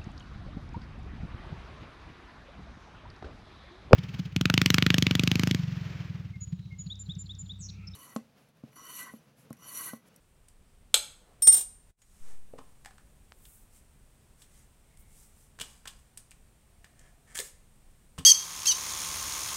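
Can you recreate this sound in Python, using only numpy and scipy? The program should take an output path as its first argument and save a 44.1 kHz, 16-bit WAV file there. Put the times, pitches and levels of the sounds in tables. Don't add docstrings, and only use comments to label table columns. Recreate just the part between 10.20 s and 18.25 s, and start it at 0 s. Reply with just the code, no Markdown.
import sys
import numpy as np
from scipy import signal
from scipy.fft import rfft, irfft
from scipy.io import wavfile

SR = 44100
rng = np.random.default_rng(int(sys.argv[2]) if len(sys.argv) > 2 else 0)


def transcribe(signal):
    frames = np.atleast_2d(signal).T
    limited = np.clip(frames, -1, 1)
    pcm = np.round(limited * 32767).astype(np.int16)
    wavfile.write(sys.argv[1], SR, pcm)


N = 355005
TIME = np.arange(N) / SR

# (time [s], force [dB], spot [0 middle, 1 end])
BOUNCES = [(1.2210, -29, .95), (1.2703, -23.5, 0.065), (1.2737, -16.5, 0), (1.3180, -28.5, 0.34),
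           (1.3251, -25.5, 1), (1.3422, -24, 0.76), (1.35, -26.5, 0.099), (1.367, -28, 0.93),
           (1.38, -28.5, 0.053), (1.392, -32, 0.94), (1.409, -32, .8), (1.423, -40, .8)]
# (frequency [Hz], t60 [s], lingering level [dB])
STEEL_MODES = [(5400, 0.351, -62.5), (8762, 0.3, -43.5), (12313, .1, -58)]
# (time [s], level [dB], pitch of the spot [Hz], t60 [s])
CONTACTS = [(0.2842, -54, 10000, 0.047), (2.336, -34.5, 540, 0.023), (2.381, -51, 1070, .074),
            (2.3854, -42.5, 1049, 0.076), (2.648, -42, 1900, 0.015), (2.6585, -38, 1850, 0.025),
            (2.7086, -51.5, 1292, .035), (2.7814, -49.5, 1390, 0.03), (3.2527, -49.5, 3500, 0.036),
            (4.219, -50.5, 3700, 0.055), (4.7726, -53.5, 9500, 0.0336), (5.3885, -41.5, 1510, .035),
            (5.399, -36, 3070, 0.046), (5.4096, -34.5, 3250, 0.029), (5.4125, -28.5, 3130, 0.047),
            (5.6553, -39, 1480, 0.034), (5.674, -36, 3350, 0.073), (5.974, -37.5, 9820, 0.045),
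            (6.109, -45.5, 8500, 0.021), (6.115, -47.5, 2500, 0.036), (6.644, -45.5, 1870, 0.033),
            (6.793, -50, 6850, 0.0267), (7.1566, -37, 2400, 0.021), (7.1888, -23.5, 3780, 0.021),
            (7.204, -32, 8100, 0.017)]
# (frequency [Hz], relative level [dB])
CONTACT_SPECTRUM = [(80, 3.5), (300, -7.5), (800, -4.5), (2000, -0.5), (5000, -4.5), (8500, 1.5),
                    (11000, -11), (16000, -16.5)]
# (frequency [Hz], width [Hz], lift [dB])
LAST_PEAKS = [(686, 240, 2.5), (1045, 110, 4), (1360, 55, -4), (1750, 190, 2.5), (2110, 240, -2.5),
              (2930, 190, 4.5), (3350, 15, 7.5), (3550, 84, 4), (4280, 350, 2.5), (4880, 84, 10),
              (6680, 85, 1), (8900, 190, 1.5)]


def amp(db):
    return 10 ** (np.asarray(db) / 20)


def unit(x):
    return x / np.sqrt(np.mean(x ** 2) + 1e-20)


def read(points, hz):
    knots_hz, values = np.transpose(points)
    return np.interp(np.log(hz + 1), np.log(knots_hz + 1), values)


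def add(mix, start, sound):
    part = mix[max(round(start * SR), 0):][:len(sound)]
    part += sound[:len(part)]


def shaped_noise(gain):
    hz = np.fft.rfftfreq(N, 1 / SR)
    return unit(irfft(rfft(rng.standard_normal(N)) * gain(hz), N))


def narrow_noise(centre, width):
    return shaped_noise(lambda hz: 1 / (1 + (2 * (hz - centre) / width) ** 2))


def mode(db, hz, t60, rise_s=.0016):
    t = np.arange(SR // 3) / SR
    return amp(db - 60 * t / t60) * (1 - np.exp(-t / rise_s)) * np.sin(2 * np.pi * hz * t)


def body_response(spectrum, peaks=(), tilt_db=0, ripple_db=2.2, size=4096):
    hz = abs(np.fft.fftfreq(size, 1 / SR))
    db = read(spectrum, hz) + tilt_db * np.log2(np.maximum(hz, 500))
    for centre, width, lift in peaks:
        db += lift / (1 + (2 * (hz - centre) / width) ** 2)
    small_modes_hz = np.arange(0, SR / 2, 70)
    db += ripple_db * np.interp(hz, small_modes_hz, rng.uniform(-1, 1, len(small_modes_hz)))
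    log_transfer = np.conj(signal.hilbert(np.log(amp(db))))
    response = np.fft.ifft(np.exp(log_transfer)).real[:size // 2]
    return response / np.linalg.norm(response)


def impact(t60, body, crack=0.36):
    t = np.arange(SR // 5) / SR
    decay = amp(-60 * t / t60)
    chatter = rng.standard_normal(len(t)) * decay
    chatter[0] = crack * np.linalg.norm(decay)
    for _ in range(6):
        spectrum = rfft(chatter)
        chatter = irfft(spectrum / (abs(spectrum) + 1e-12), len(t)) * np.minimum(2 * decay, 1)
    return signal.fftconvolve(chatter * np.linalg.norm(decay) / np.linalg.norm(chatter), body)


def background(air_base_db=-60, throb_db=1.42, throb_hz=7, drone_start_s=1.84):
    # (frequency [Hz], relative level [dB])
    air_spectrum = [(12, -29.5), (20, 6), (27, -1), (59, -4), (88, -10), (202, -16), (326, -24),
                    (377, -22.5), (1580, -31.5), (1860, -31.5), (2730, -33), (3720, -35.5), (6000, -41),
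                    (7800, -70), (13200, -120)]
    hiss_spectrum = [(3000, -33.5), (5500, -11.5), (7000, -7), (8300, -2), (8720, 0.5), (9200, -4),
                     (10000, -7.5), (12000, -10.5), (15500, -12.5)]
    # (time [s], level [dB])
    air_drift = [(0, -1.5), (1.15, 1), (1.6, -1), (2.1, 2.5), (8.05, 2)]
    hiss_drift = [(0, -75), (1.7, -73), (2.1, -68.5), (5, -69.5), (6.4, -70), (8.05, -68.5)]
    # (frequency [Hz], width [Hz], level [dB])
    drone_bands = [(135, 25, -72.5), (215, 20, -77.5)]
    air = shaped_noise(lambda hz: amp(read(air_spectrum, hz)))
    hiss = shaped_noise(lambda hz: amp(read(hiss_spectrum, hz)))
    throb = shaped_noise(lambda hz: np.exp(-(hz / throb_hz) ** 2))
    bass = irfft(rfft(air) / (1 + (np.fft.rfftfreq(N, 1 / SR) / 300) ** 2), N)
    air += bass * (amp(throb_db * throb) - 1)
    air *= amp(air_base_db + np.interp(TIME, *np.transpose(air_drift)))
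    hiss *= amp(np.interp(TIME, *np.transpose(hiss_drift)))
    drones = sum(amp(db) * narrow_noise(hz, width) for hz, width, db in drone_bands)
    return air + hiss + drones * (TIME > drone_start_s)


def pressure_swell(start=2.0, length_s=.27, db=-32, rise_s=0.0342, fall_s=0.11, settle_s=0.23):
    push = np.clip(np.minimum((TIME - start) / rise_s, (start + length_s - TIME) / fall_s), 0, 1)
    pole = np.exp(-1 / (settle_s * SR))
    settling = signal.lfilter([1 - pole], [1, -pole], push)
    return -amp(db) * (push + 0.62 * settling)


def room(sound, early_db=7.0, early_t60=0.1, gap_s=.003):
    # (frequency [Hz], t60 [s])
    decay_times = [(200, 0.44), (1000, 0.48), (4000, 0.42), (8500, .42), (12000, 0.37), (16000, 0.073)]
    # (frequency [Hz], relative level [dB])
    spectrum = [(200, -3), (500, 1), (1100, 1.5), (2400, 1), (3500, -3), (4300, -0.5), (5200, 0.5),
                (8000, -1), (11500, 0), (16000, 1.5)]
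    hz, t, bands = signal.stft(rng.standard_normal(SR * 2 // 3), SR, nperseg=256)
    decay = amp(-60 * t / read(decay_times, hz)[:, None]) + amp(early_db - 60 * t / early_t60)
    tail = signal.istft(bands * decay * amp(read(spectrum, hz))[:, None], SR, nperseg=256)[1]
    tail *= np.clip(np.arange(len(tail)) / SR / gap_s - 1, 0, 1)
    return signal.fftconvolve(sound, tail / np.linalg.norm(tail))[:N]


def click(start=3.121, db=-36, t60=0.0047):
    # (frequency [Hz], relative level [dB])
    spectrum = [(150, -16), (500, -5), (1400, 1.5), (2600, -4.5), (6000, -11), (8000, -23), (16000, -39.5)]
    out = np.zeros(N)
    add(out, start, amp(db) * impact(t60, body_response(spectrum)))
    return out


def whistles(relative_width=0.12):
    # (peak time [s], half length [s], pitch [Hz], level [dB])
    slides = [(4.398, .094, 2050, -78), (4.85, .19, 2160, -75.5), (6.798, 0.32, 694, -76.5)]
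    return sum(amp(db) * narrow_noise(hz, relative_width * hz) * np.exp(-((TIME - peak) / half) ** 4)
               for peak, half, hz, db in slides)


def friction(strokes, spectrum, peaks, slips_per_s, spread_db):
    out, t = np.zeros(N), np.arange(-SR // 2, SR // 2) / SR
    for peak_s, rise_s, fall_s, db, tilt_db in strokes:
        sizes = amp(spread_db * np.minimum(rng.exponential(1, len(t)), 4))
        slips = sizes * rng.choice([-1, 1], len(t)) * (rng.random(len(t)) < slips_per_s / SR)
        swell = np.exp(-(t / np.where(t < 0, rise_s, fall_s)) ** 2)
        body = body_response(spectrum, peaks, tilt_db)
        add(out, peak_s + t[0], amp(db) * signal.fftconvolve(unit(slips) * swell, body))
    return out


def rubs(creak_db=-29, creak_rise_s=0.039, creak_fall_s=0.13, creak_tilt_db=0.5):
    # (peak time [s], rise [s], level [dB], tilt [dB/octave])
    hand_strokes = [(1.102, 0.099, -68, -8.5), (1.901, 0.16, -63.5, 2.5), (2.087, 0.073, -59.5, -1),
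                    (3.304, 0.11, -55.5, 14.5), (3.56, .039, -60.5, 5.5), (4.22, 0.0357, -61.5, 4),
                    (4.37, .074, -63, 2.5), (4.805, .024, -59, 15.5), (4.99, .095, -59, 6),
                    (5.207, .075, -64, 6), (7.248, .04, -47.5, 4.5)]
    # (frequency [Hz], relative level [dB])
    spectrum = [(100, -14), (500, 1), (1300, 0), (1900, -1.5), (4500, -5.5), (8500, 2.5), (11000, -6.5),
                (16000, -15.5)]
    brushes = [(peak, rise, 1.05 * rise, db, tilt_db) for peak, rise, db, tilt_db in hand_strokes]
    creaks = [(start + creak_rise_s, creak_rise_s, creak_fall_s, db + creak_db, creak_tilt_db)
              for start, db, _, t60 in CONTACTS if t60 > .045]
    return (friction(brushes, spectrum, (), slips_per_s=5500, spread_db=2.5)
            + friction(creaks, spectrum, LAST_PEAKS, slips_per_s=900, spread_db=3.0))


def scrape(tilt_per_db=.18, neutral_db=-41):
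    # (peak time [s], rise [s], level [dB])
    jerks = [(6.85, 0.086, -64.5), (7.115, .038, -57), (7.157, 0.0095, -38), (7.176, 0.0099, -33.5),
             (7.201, 0.0083, -30)]
    # (frequency [Hz], relative level [dB])
    spectrum = [(100, -9), (300, -12), (480, -1.5), (800, -4.5), (1400, -2.5), (1700, 1), (3300, -5.5),
                (4200, -7), (6500, 2.5), (9200, 6.5), (10500, -7), (16000, -11)]
    # (frequency [Hz], width [Hz], lift [dB])
    cavity_peaks = [(446, 75, -6.5), (1779, 270, 10.5), (2210, 180, 6), (3200, 440, 5.5)]
    strokes = [(peak, rise, 0.7 * rise, db, tilt_per_db * (db - neutral_db)) for peak, rise, db in jerks]
    return friction(strokes, spectrum, cavity_peaks, slips_per_s=2400, spread_db=3.5)


def light_contacts(neutral_hz=2100, hard_tilt_db=4.5, lift_db=7.5, hollow_lift_db=3):
    # (time [s], level [dB], pitch of the spot [Hz], t60 [s])
    landing = [(7.9796, -38.5, 1114, .045), (7.985, -38.5, 3020, .091)]
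    out = np.zeros(N)
    for start, db, hz, t60 in CONTACTS + landing:
        softness = neutral_hz / hz
        width_hz = 280 + 0.25 * hz
        spot_peak = (hz, width_hz, lift_db + hollow_lift_db * softness)
        body = body_response(CONTACT_SPECTRUM, [spot_peak] + LAST_PEAKS, hard_tilt_db * (1 - softness))
        add(out, start, amp(db) * impact(t60, body, crack=.2))
    return out


def shoe_booms():
    # (time [s], level [dB], pitch [Hz], t60 [s])
    booms = [(2.659, -37, 767, 0.033), (5.401, -38.5, 465, 0.026), (5.657, -53, 1080, 0.17),
             (7.192, -34, 415, 0.061), (7.196, -31, 500, 0.04)]
    out = np.zeros(N)
    for start, db, hz, t60 in booms:
        add(out, start, mode(db, hz, t60))
    return out


def bench_bumps():
    # (time [s], level [dB], hardness [dB/octave])
    bumps = [(1.275, -48.5, -3), (2.336, -51, 10), (2.381, -47, 9.5), (5.408, -43.5, -0.5),
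             (7.987, -28, -0.5)]
    # (frequency [Hz], relative level [dB], t60 [s])
    bench_modes = [(87, -6.5, .15), (150, 0.5, .091), (265, -12.5, 0.18), (350, -17, 0.075),
                   (461, -13, 0.064)]
    out, main_hz = np.zeros(N), bench_modes[1][0]
    for start, db, hardness in bumps:
        for hz, mode_db, t60 in bench_modes:
            add(out, start, mode(db + mode_db + hardness * np.log2(hz / main_hz), hz, t60))
    return out


def tink(start=1.818, tap_db=-50.5):
    out = np.zeros(N)
    add(out, start, mode(db=-51, hz=6780, t60=0.1))
    add(out, start, amp(tap_db) * impact(t60=.078, body=body_response(CONTACT_SPECTRUM)))
    return out


def steel_afterring(start=1.404, t60=0.49, rise_s=.02):
    age = np.maximum(TIME - start, 0)
    fade = np.minimum(age / rise_s, 1) * amp(-60 * age / t60)
    return fade * sum(amp(db) * np.sin(2 * np.pi * hz * TIME) for hz, _, db in STEEL_MODES)


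def steel_ring(tumble_hz=13.0, spin_hz_per_db=0.7, tumble_db=5.5, rattle_s=1.33, rest_db_per_s=110):
    # (hit at the middle [dB], hit at the end [dB], loss while rattling [dB/s])
    mode_drives = [(-16.5, -5.5, 197.5), (9.5, 12, 123.5), (-25, 2, 44.5)]
    starts, force_db, spot = np.transpose(BOUNCES)
    latest = np.maximum(np.searchsorted(starts, TIME, side="right") - 1, 0)
    age = np.maximum(TIME - starts[latest], 0)
    turns = age * (tumble_hz + spin_hz_per_db * (force_db - force_db.max()))[latest]
    motion_db = np.where(TIME < starts[-1], tumble_db * np.sin(2 * np.pi * turns), -rest_db_per_s * age)
    time_rattling = np.maximum(starts - rattle_s, 0)
    pole = np.exp(-1 / (.0015 * SR))
    out = np.zeros(N)
    for (hz, t60, _), (middle_db, end_db, loss) in zip(STEEL_MODES, mode_drives):
        drive_db = force_db + middle_db + (end_db - middle_db) * spot - loss * time_rattling
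        envelope = amp(drive_db[latest] + motion_db - 60 * age / t60) * (TIME >= starts[0])
        jolt_rad = .45 * (hz / STEEL_MODES[1][0]) ** 2
        phase = np.cumsum(jolt_rad * rng.standard_normal(len(starts)))
        phasor = signal.lfilter([1 - pole], [1, -pole], envelope * np.exp(1j * phase[latest]))
        out += (phasor * np.exp(2j * np.pi * hz * TIME)).imag
    return out


def steel_clacks(t60=0.065):
    # (frequency [Hz], relative level [dB])
    spectrum = [(100, -10), (300, -12), (600, -8.5), (1200, -14.5), (2500, -16), (3700, -5), (5000, -7.5),
                (7000, -5), (8200, 1), (9500, 2.5), (10600, -8.5), (15500, -6)]
    # (frequency [Hz], width [Hz], lift [dB])
    surface_peaks = [(2420, 220, 2.5), (2800, 190, -7), (2840, 90, 3), (3700, 160, 4), (4466, 500, -3.5),
                     (5870, 78.6, 6), (6638, 84, 7), (7350, 200, 14.5), (7750, 220, 11), (8510, 110, 7),
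                     (9400, 140, 7), (11050, 210, 10), (13500, 400, 2.5), (14050, 300, -7),
                     (14930, 50, 8.5)]
    # (frequency [Hz], level relative to the contact [dB], t60 [s])
    surface_modes = [(2840, -26, 0.081), (3802, -22, .09)]
    out, body = np.zeros(N), body_response(spectrum, surface_peaks)
    for start, db, _ in BOUNCES:
        add(out, start, amp(db) * impact(t60, body))
        for hz, ring_db, ring_t60 in surface_modes:
            add(out, start, mode(db + ring_db, hz, ring_t60))
    return out


def tool_knock(start=.7422, db=-8.5, t60=0.036, rebound_s=0.034, rebound_db=-20.5):
    # (frequency [Hz], relative level [dB])
    spectrum = [(120, -61.5), (200, -31.5), (763, -11), (867, -9), (986, -21), (1250, -12), (1940, -19.5),
                (3430, -0.5), (5730, -12), (6280, -8), (7970, -3.5), (11900, -15), (16000, -35)]
    # (frequency [Hz], width [Hz], lift [dB])
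    peaks = [(517.9, 170, 11), (780, 210, -5.5), (886.7, 50, 5.5), (1430, 220, 9), (2274, 180, 10.5),
             (3300, 650, 6.5), (4130, 260, 10.5), (5934, 270, -14), (6386, 290, 8), (7997, 500, 8),
             (8400, 60, 6), (9050, 80, 7.5), (10342, 370, 2), (11980, 470, 10.5), (12675, 1200, -6),
             (15210, 900, 7.5)]
    # (frequency [Hz], level [dB], t60 [s])
    tool_modes = [(827.6, -53, 0.34), (2300, -48.5, .35), (3151, -46.5, .25), (6700, -51.5, .5),
                  (6460, -50.5, 0.32), (6400, -48.5, 0.54), (8070, -43, .28), (8400, -39, .22),
                  (11640, -46.5, .3), (11830, -48.5, .28)]
    out, t = np.zeros(N), np.arange(SR // 2) / SR
    body = body_response(spectrum, peaks)
    add(out, start, amp(db) * impact(t60, body, crack=0.51))
    add(out, start + rebound_s, amp(db + rebound_db) * impact(t60, body, crack=.2))
    for hz, ring_db, ring_t60 in tool_modes:
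        add(out, start, amp(ring_db - 60 * t / ring_t60) * np.sin(2 * np.pi * hz * t))
    return out


def scene():
    tool, clacks, steel = tool_knock(), steel_clacks(), steel_ring()
    small_sounds = light_contacts() + shoe_booms() + bench_bumps() + tink() + rubs() + scrape()
    into_room = amp(-6.5) * tool + amp(-8.0) * clacks + amp(-21) * steel + amp(-6) * small_sounds
    quiet = click() + steel_afterring() + whistles() + background() + pressure_swell()
    return (tool + clacks + steel + small_sounds + room(into_room) + quiet)[None]


def record(dry, cutoff_hz=15850):
    # (time [s], gain [dB])
    dip = [(1.705, 0), (1.725, -21.5), (1.765, -32), (1.79, -11.5), (1.85, -9.5), (2, -2)]
    clipped = np.clip(dry * amp(np.interp(TIME, *np.transpose(dip))), -1, 1)
    lowpass = signal.firwin(511, cutoff_hz, window=("kaiser", 9), fs=SR)
    return signal.oaconvolve(clipped, lowpass[None], "same")


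dry = scene()
out = record(dry)
transcribe(out)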